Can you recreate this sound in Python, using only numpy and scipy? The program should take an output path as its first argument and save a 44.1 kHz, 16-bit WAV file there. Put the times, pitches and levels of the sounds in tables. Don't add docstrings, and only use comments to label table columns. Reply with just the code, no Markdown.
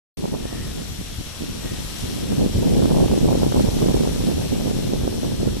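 import sys
import numpy as np
from scipy import signal
from scipy.fft import rfft, irfft, next_fast_len
from scipy.io import wavfile
from scipy.ndimage import uniform_filter1d, map_coordinates

SR = 44100
rng = np.random.default_rng(int(sys.argv[2]) if len(sys.argv) > 2 else 0)


def log_audio(samples):
    frames = np.atleast_2d(samples).T
    limited = np.clip(frames, -1, 1)
    pcm = np.round(limited * 32767).astype(np.int16)
    wavfile.write(sys.argv[1], SR, pcm)


N = 246959


def amp(db):
    return 10 ** (np.asarray(db) / 20)


def unit(x):
    return x / np.sqrt(np.mean(x ** 2) + 1e-20)


def along(points, hz):
    knots_hz, values = np.transpose(points)
    return np.interp(np.log(hz + 1), np.log(knots_hz), values)


def curve(points):
    knots_s, values = np.transpose(points)
    return np.interp(np.arange(N) / SR, knots_s, values)


def wobble(rate_hz):
    knots = rng.standard_normal(int(N * rate_hz / SR) + 4)
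    return map_coordinates(knots, [np.arange(N) * rate_hz / SR])


def hump(middle_s, length_s):
    u = np.clip((np.arange(N) / SR - middle_s) / length_s, -.5, .5)
    return np.cos(np.pi * u) ** 2


def filtered(x, response):
    size = next_fast_len(N + SR // 2)
    return irfft(rfft(x, size) * response(np.fft.rfftfreq(size, 1 / SR)), size)[..., :N]


def scatter(starts, shapes):
    at = np.maximum(starts.astype(int)[:, None] + np.arange(shapes.shape[1]), 0)
    return np.bincount(at.ravel(), shapes.ravel(), N)[:N]


def stereo(pair, spectrum, correlation):
    def response(hz):
        angle = np.arccos(np.clip(along(correlation, hz), -1, 1)) / 2
        return amp(along(spectrum, hz)) * [np.cos(angle), np.sin(angle)]
    mid, side = filtered(pair, response)
    return unit(np.array([mid + side, mid - side]))


def leaf_hiss(patchy_db):
    spectra = signal.stft(rng.standard_normal((2, N)), nperseg=512)[2]
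    patches = uniform_filter1d(rng.standard_normal(spectra.shape), size=10, axis=1)
    patches = unit(uniform_filter1d(patches, size=14, axis=2))
    hiss = signal.istft(spectra * amp(patchy_db * patches), nperseg=512)[1]
    return unit(hiss[:, :N])


def leaf_taps(count, tap_hz, spread_db):
    when, pitch, force = rng.random((count, 3)).T
    pitch_hz = tap_hz * 2 ** (1.5 * (pitch - .5))
    cycles = pitch_hz[:, None] * np.arange(64) / SR
    strength = amp(-spread_db * np.log(np.maximum(force, .02)))
    clicks = strength[:, None] * np.sin(2 * np.pi * cycles) * np.exp(-2 * cycles)
    return unit(scatter(when * N, clicks))


def leaves(tap_db=-10.5, rim_s=0.000524, rim_share=0.16, treble_db_per_db=0.2, gain_db=2):
    # time in seconds, relative level in dB.
    sway = [(0.17, -42), (0.7, -39), (1.15, -39), (1.4, -39), (1.85, -37), (2.04, -36), (2.17, -37),
            (2.32, -37.5), (2.78, -37), (3.35, -37), (3.8, -35.5), (4.08, -36.5), (4.2, -37), (4.5, -37),
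            (5.0, -38.5), (5.6, -39.0)]
    # frequency in Hz, relative density in dB.
    spectrum = [(10, -36), (300, 1), (1000, 0), (1500, -2), (2100, -0.94), (2750, 3), (3300, 4),
                (3800, 1.9), (4400, 2.5), (4900, -0.1), (5650, 2), (6600, -2.5), (7400, -1.5), (8500, -3.5),
                (10100, -1), (10800, -18.5), (11400, -5), (12200, -3.5), (13200, -18)]
    # frequency in Hz, correlation.
    correlation = [(200, .7), (1250, .65), (1900, .25), (2250, -.1), (2900, .2), (3800, -.1), (5000, 0)]
    # frequency in Hz, left over right in dB.
    lean = [(500, 8.5), (1100, 4.5), (1500, 6), (2200, -1.5), (2800, 1), (4000, 5), (5600, 8.5),
            (9500, 7.5), (12500, 12)]
    sway_db = curve(sway)
    taps = np.array([leaf_taps(count=6000, tap_hz=5080, spread_db=0.5) for port in range(2)])
    rustle = stereo(leaf_hiss(patchy_db=0.96) + amp(tap_db) * taps, spectrum, correlation)
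    rim = lambda hz: 1 + rim_share * np.clip(hz / 5000, 0, 1) * np.exp(-2j * np.pi * hz * rim_s)
    shade = lambda hz: amp(np.outer([.5, -.5], along(lean, hz)))
    rustle = unit(filtered(rustle, lambda hz: rim(hz) * shade(hz)))
    treble = filtered(rustle, lambda hz: hz ** 4 / (hz ** 4 + 6000 ** 4))
    treble_db = treble_db_per_db * (sway_db - np.mean(sway_db))
    rustle += treble * (amp(treble_db) - 1)
    return rustle * amp(sway_db + gain_db + 0.31 * wobble(18))


def puffs(attack_s=0.011, release_s=0.017, slack_db=2.5, slack_lead_s=0.013, slack_s=0.0081):
    # start in seconds, length in seconds, buffet lift in dB, rumble lift in dB.
    bursts = [(0.234, 0.02, 6.5, 2), (0.317, 0.037, 3, 0), (0.433, 0.032, 4, 6), (0.51, 0.1, 4, -2.5),
              (0.881, 0.058, 0, 4.5), (0.988, 0.027, 7, 8.5), (1.11, 0.028, 5, 4), (1.18, 0.036, 4, 8),
              (1.253, 0.026, 3, 4), (1.401, 0.048, 11, 0), (1.488, 0.031, 5, 3), (1.645, 0.025, 9, 3),
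              (1.708, 0.044, 8, 1.5), (1.779, 0.077, 4, 3), (2.017, 0.038, 6.5, 3), (2.205, 0.042, 3.5, 0),
              (2.292, 0.045, 4, 6), (2.372, 0.1, 7, 3.5), (2.543, 0.058, 0, 7.5), (2.654, 0.045, 2.5, -12),
              (2.74, 0.081, 1.5, -2), (2.992, 0.048, 3.5, 3), (3.112, 0.062, 1.5, -2), (3.21, 0.057, 2, 2),
              (3.287, 0.071, 4.5, -3), (3.402, 0.029, 4, 2), (3.554, 0.061, 7, -0.5),
              (3.638, 0.014, 7.5, -9), (3.677, 0.021, 4.5, 11), (3.814, 0.027, 6.5, 5),
              (3.882, 0.031, 2, 8), (3.942, 0.028, 4.5, 7), (4.002, 0.021, 6, -6), (4.03, 0.033, 5, -4),
              (4.191, 0.028, 2, 6), (4.265, 0.071, 3.5, -5), (4.512, 0.073, 2, -3.5),
              (4.66, 0.064, 1, -0.5), (4.928, 0.02, 2, 7), (5.036, 0.0095, 1, 6), (5.225, 0.12, 4.5, -3.5),
              (5.402, 0.041, 7, -2.5), (5.46, 0.028, 9.5, 1)]
    # middle in seconds, length in seconds, depth in dB (negative lifts).
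    lulls = [(0.267, .03, 5), (0.305, .03, 3), (0.495, 0.037, 1), (0.952, 0.05, 1), (1.155, 0.033, 1),
             (1.328, 0.13, 4), (1.62, .05, 3), (1.89, 0.045, -1), (2.52, .06, 2.5), (2.81, 0.019, 4),
             (2.838, .025, -4), (2.89, 0.02, 5), (3.084, .03, 5), (3.199, .025, 8), (3.534, .025, 6),
             (3.701, 0.035, 6), (3.881, .025, 0), (3.932, .035, 4), (4.176, 0.023, 3), (4.484, 0.021, 7),
             (4.888, 0.043, 3), (5.21, 0.045, 6), (5.368, .04, 4)]
    t, lift_db = np.arange(N) / SR, np.zeros((2, N))
    for start_s, length_s, buffet_db, rumble_db in bursts:
        edges = np.minimum((t - start_s) / attack_s, (start_s + length_s - t) / release_s)
        lift_db += np.outer([buffet_db, rumble_db], np.clip(edges + .5, 0, 1))
        lift_db -= slack_db * hump(start_s - slack_lead_s, slack_s)
    for middle_s, length_s, depth_db in lulls:
        lift_db -= depth_db * hump(middle_s, length_s)
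    return lift_db


def rumble(puff_db, gain_db=4, right_db=-1.3):
    # frequency in Hz, relative density in dB.
    spectrum = [(4, -44), (14, -10), (25, -2), (60, -1.5), (105, -4), (170, -8.5), (300, -16), (700, -41),
                (2000, -100)]
    # time in seconds, relative level in dB.
    strength = [(0.17, -41.5), (0.42, -40), (0.58, -30.5), (0.78, -37.5), (0.85, -39), (1.35, -40),
                (1.75, -37.5), (1.95, -38), (2.3, -38.5), (2.7, -28), (3.4, -28.5), (3.75, -29.5),
                (3.95, -29.5), (4.8, -32.5), (5.1, -33), (5.45, -30), (5.6, -34.5)]
    swirl = stereo(rng.standard_normal((2, N)), spectrum, correlation=[(30, .6), (70, .5), (150, .2)])
    level_db = curve(strength) + puff_db + gain_db + [[0], [right_db]]
    return amp(level_db) * unit(swirl * amp(0.54 * wobble(14)))


def eddy_shapes(pitch_hz, skew):
    u = 2 * np.pi * pitch_hz[:, None] * np.arange(-640, 640) / SR
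    return (u * u - 1 - skew * u) * np.exp(-u * u / 2)


def eddies(count, spread_octaves, spread_db, db_per_octave):
    # time in seconds, pitch in Hz.
    pace = [(0.35, 198), (0.65, 148), (1.9, 116), (2.4, 152), (2.9, 177), (3.6, 192), (4.3, 164),
            (5.6, 149)]
    jitter, pitch, force = rng.uniform(-0.89, 1, (count, 3)).T
    starts = np.clip((np.arange(count) + jitter) * N / count, 0, N - 1).astype(int)
    pace_hz = curve(pace)[starts]
    octaves = spread_octaves * pitch
    strength = amp(spread_db * force + db_per_octave * octaves) * np.sqrt(pace_hz)
    pulses = eddy_shapes(pace_hz * 2 ** octaves, skew=0.86)
    return unit(scatter(starts, strength[:, None] * pulses))


def both_ports(ports, leak_db=-5.5, corner_hz=160, delay_s=.00033):
    # frequency in Hz, gain in dB.
    response = [(20, -29), (80, -6), (150, 0.1), (220, 5), (350, 4), (480, 3.5), (700, 0.26), (1000, 2.5),
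                (1400, -2.5), (2500, -17), (6000, -60)]
    highpass = lambda hz: 1j * hz / (corner_hz + 1j * hz)
    leak = lambda hz: amp(leak_db) * highpass(hz) * np.exp(-2j * np.pi * hz * delay_s)
    crossed = ports - filtered(ports[::-1], leak)
    return filtered(crossed, lambda hz: amp(along(response, hz)))


def buffet(puff_db):
    # time in seconds, level in dB.
    wind = [(0.17, -31), (0.36, -28), (0.5, -35.5), (0.8, -31.5), (1.05, -43), (1.36, -44), (1.5, -31),
            (1.95, -36.5), (2.1, -26.5), (2.35, -25.5), (2.52, -24.5), (2.68, -19), (2.95, -17.5),
            (3.2, -19.5), (3.35, -20.5), (3.5, -22), (3.73, -25), (3.85, -20.5), (4.12, -26.5),
            (4.7, -22.5), (4.9, -24), (5.25, -26.5), (5.6, -30)]
    ports = np.array([eddies(count=2100, spread_octaves=1.28, spread_db=6.0, db_per_octave=-1.0)
                      for port in range(2)])
    flutter = both_ports(ports * amp([[-1.2], [1.2]]))
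    flurries = amp(1.3 * wobble(45))
    return amp(curve(wind) + puff_db) * unit(flutter * flurries)


def thumps(left_lag_s=.0005):
    # time in seconds, relative level in dB, pitch in Hz.
    hard_eddies = [(0.254, -17.5, 540), (0.338, -19, 330), (0.453, -21, 420), (0.526, -22, 359),
                   (0.819, -25.5, 246), (1.012, -26.5, 238), (1.21, -27, 241), (1.407, -26, 261),
                   (1.42, -22.5, 260), (1.432, -27, 292), (1.575, -32, 257), (1.645, -23, 224),
                   (1.786, -26.5, 251), (1.848, -29, 242), (2.318, -19, 400), (2.383, -23, 304),
                   (2.416, -17, 311), (2.461, -12, 234), (2.586, -15, 213), (2.643, -18, 322),
                   (2.718, -14.5, 276), (2.77, -12, 290), (2.821, -13, 500), (2.855, -12, 485),
                   (2.91, -13, 473), (2.968, -15.5, 326), (3.028, -12, 266), (3.06, -17, 302),
                   (3.176, -11, 341), (3.255, -12, 330), (3.287, -13, 334), (3.318, -13, 291),
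                   (3.326, -13.5, 520), (3.352, -14.5, 282), (3.374, -10.5, 210), (3.431, -9.5, 440),
                   (3.463, -12.5, 299), (3.521, -14, 695), (3.544, -13, 400), (3.56, -18, 500),
                   (3.597, -14.5, 620), (3.605, -13, 350), (3.644, -19, 319), (3.686, -21, 400),
                   (3.767, -15.5, 309), (3.828, -12.5, 300), (3.841, -14.5, 330), (3.86, -11, 288),
                   (3.885, -11.5, 420), (3.912, -16, 400), (3.943, -12, 380), (3.972, -15, 328),
                   (4.007, -18, 305), (4.048, -22, 265), (4.073, -13, 480), (4.16, -19, 280),
                   (4.204, -19, 352), (4.238, -16.5, 260), (4.287, -14.5, 330), (4.313, -16.5, 360),
                   (4.38, -19, 330), (4.526, -18, 257), (4.657, -16.5, 280), (4.679, -20, 330),
                   (4.711, -16, 380), (4.787, -18, 324), (4.934, -11, 323), (5.035, -17.5, 232),
                   (5.076, -11.5, 423), (5.14, -22.5, 300), (5.232, -18, 435), (5.243, -23, 490),
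                   (5.43, -13.5, 298), (5.473, -14.5, 326), (5.567, -20, 298)]
    # multiple of the pitch, gain in dB.
    vortex = [(0.55, -2), (1.15, -4.5)]
    time_s, level_db, pitch_hz = np.transpose(hard_eddies)
    pops = sum(amp(level_db + part_db)[:, None] * eddy_shapes(ratio * pitch_hz, skew=0.49)
               for ratio, part_db in vortex)
    right_starts = (time_s + .002) * SR - pops.shape[1] / 2
    left_starts = right_starts + left_lag_s * SR
    return both_ports(np.array([scatter(left_starts, pops), scatter(right_starts, pops)]))


def hoarse_bird(arch=.06, rasp_hz=120, rasp_depth=.65):
    # start in seconds, length in seconds, pitch in Hz, relative level in dB,
    # hoarseness as a share of the pitch.
    calls = [(0.425, 0.31, 626, -44.5, .05), (1.6, 0.19, 637, -44.5, .035)]
    # frequency in Hz, gain in dB.
    throat = [(500, -14), (1250, -9), (1500, -4), (1850, 0), (2100, -6), (2600, -15), (4000, -30)]
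    t, voice = np.arange(N) / SR, np.zeros(N)
    for start_s, length_s, pitch_hz, level_db, hoarseness in calls:
        progress = np.clip((t - start_s) / length_s, 0, 1)
        swell = np.sqrt(np.abs(np.sin(np.pi * progress)))
        bend = 1 + arch * (swell - 1) + hoarseness * wobble(330)
        phase = 2 * np.pi * np.cumsum(pitch_hz * bend) / SR
        voice += amp(level_db) * swell * sum(np.sin(k * phase) for k in range(1, 6))
    rasp = np.sin(2 * np.pi * np.cumsum(rasp_hz * (1 + .3 * wobble(60))) / SR)
    return filtered(voice * unit(1 + rasp_depth * rasp), lambda hz: amp(along(throat, hz)))


def small_bird():
    # middle in seconds, length in seconds, pitch in Hz, level in dB.
    peeps = [(0.95, .08, 3370, -46), (1.14, .07, 3370, -45.5), (1.38, .08, 3320, -49),
             (1.53, .09, 3290, -49)]
    voice = np.zeros(N)
    for middle_s, length_s, pitch_hz, level_db in peeps:
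        phase = 2 * np.pi * np.cumsum(pitch_hz * (1 + .012 * wobble(150))) / SR
        voice += amp(level_db) * hump(middle_s, length_s) * np.sin(phase)
    return voice


def grove(x, t60_s):
    t = np.arange(SR // 2) / SR
    tail = rng.standard_normal((2, len(t))) * amp(-60 * t / t60_s)
    return signal.fftconvolve(x[None], tail / np.linalg.norm(tail[0]), axes=1)[:, :N]


def scene():
    buffet_lift_db, rumble_lift_db = puffs()
    calls = hoarse_bird() + small_bird()
    birds = calls + amp(-11) * grove(calls, t60_s=.25)
    return leaves() + rumble(rumble_lift_db) + buffet(buffet_lift_db) + thumps() + birds


def record(dry):
    ceiling, on_s, ramp_s, top_hz = .75, 0.17, .003, 13300
    rounded = dry / (1 + (dry / ceiling) ** 6) ** (1 / 6)
    gate = np.clip((np.arange(N) / SR - on_s) / ramp_s, 0, 1)
    return filtered(rounded * gate, lambda hz: hz < top_hz)


dry = scene()
out = record(dry)
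log_audio(out)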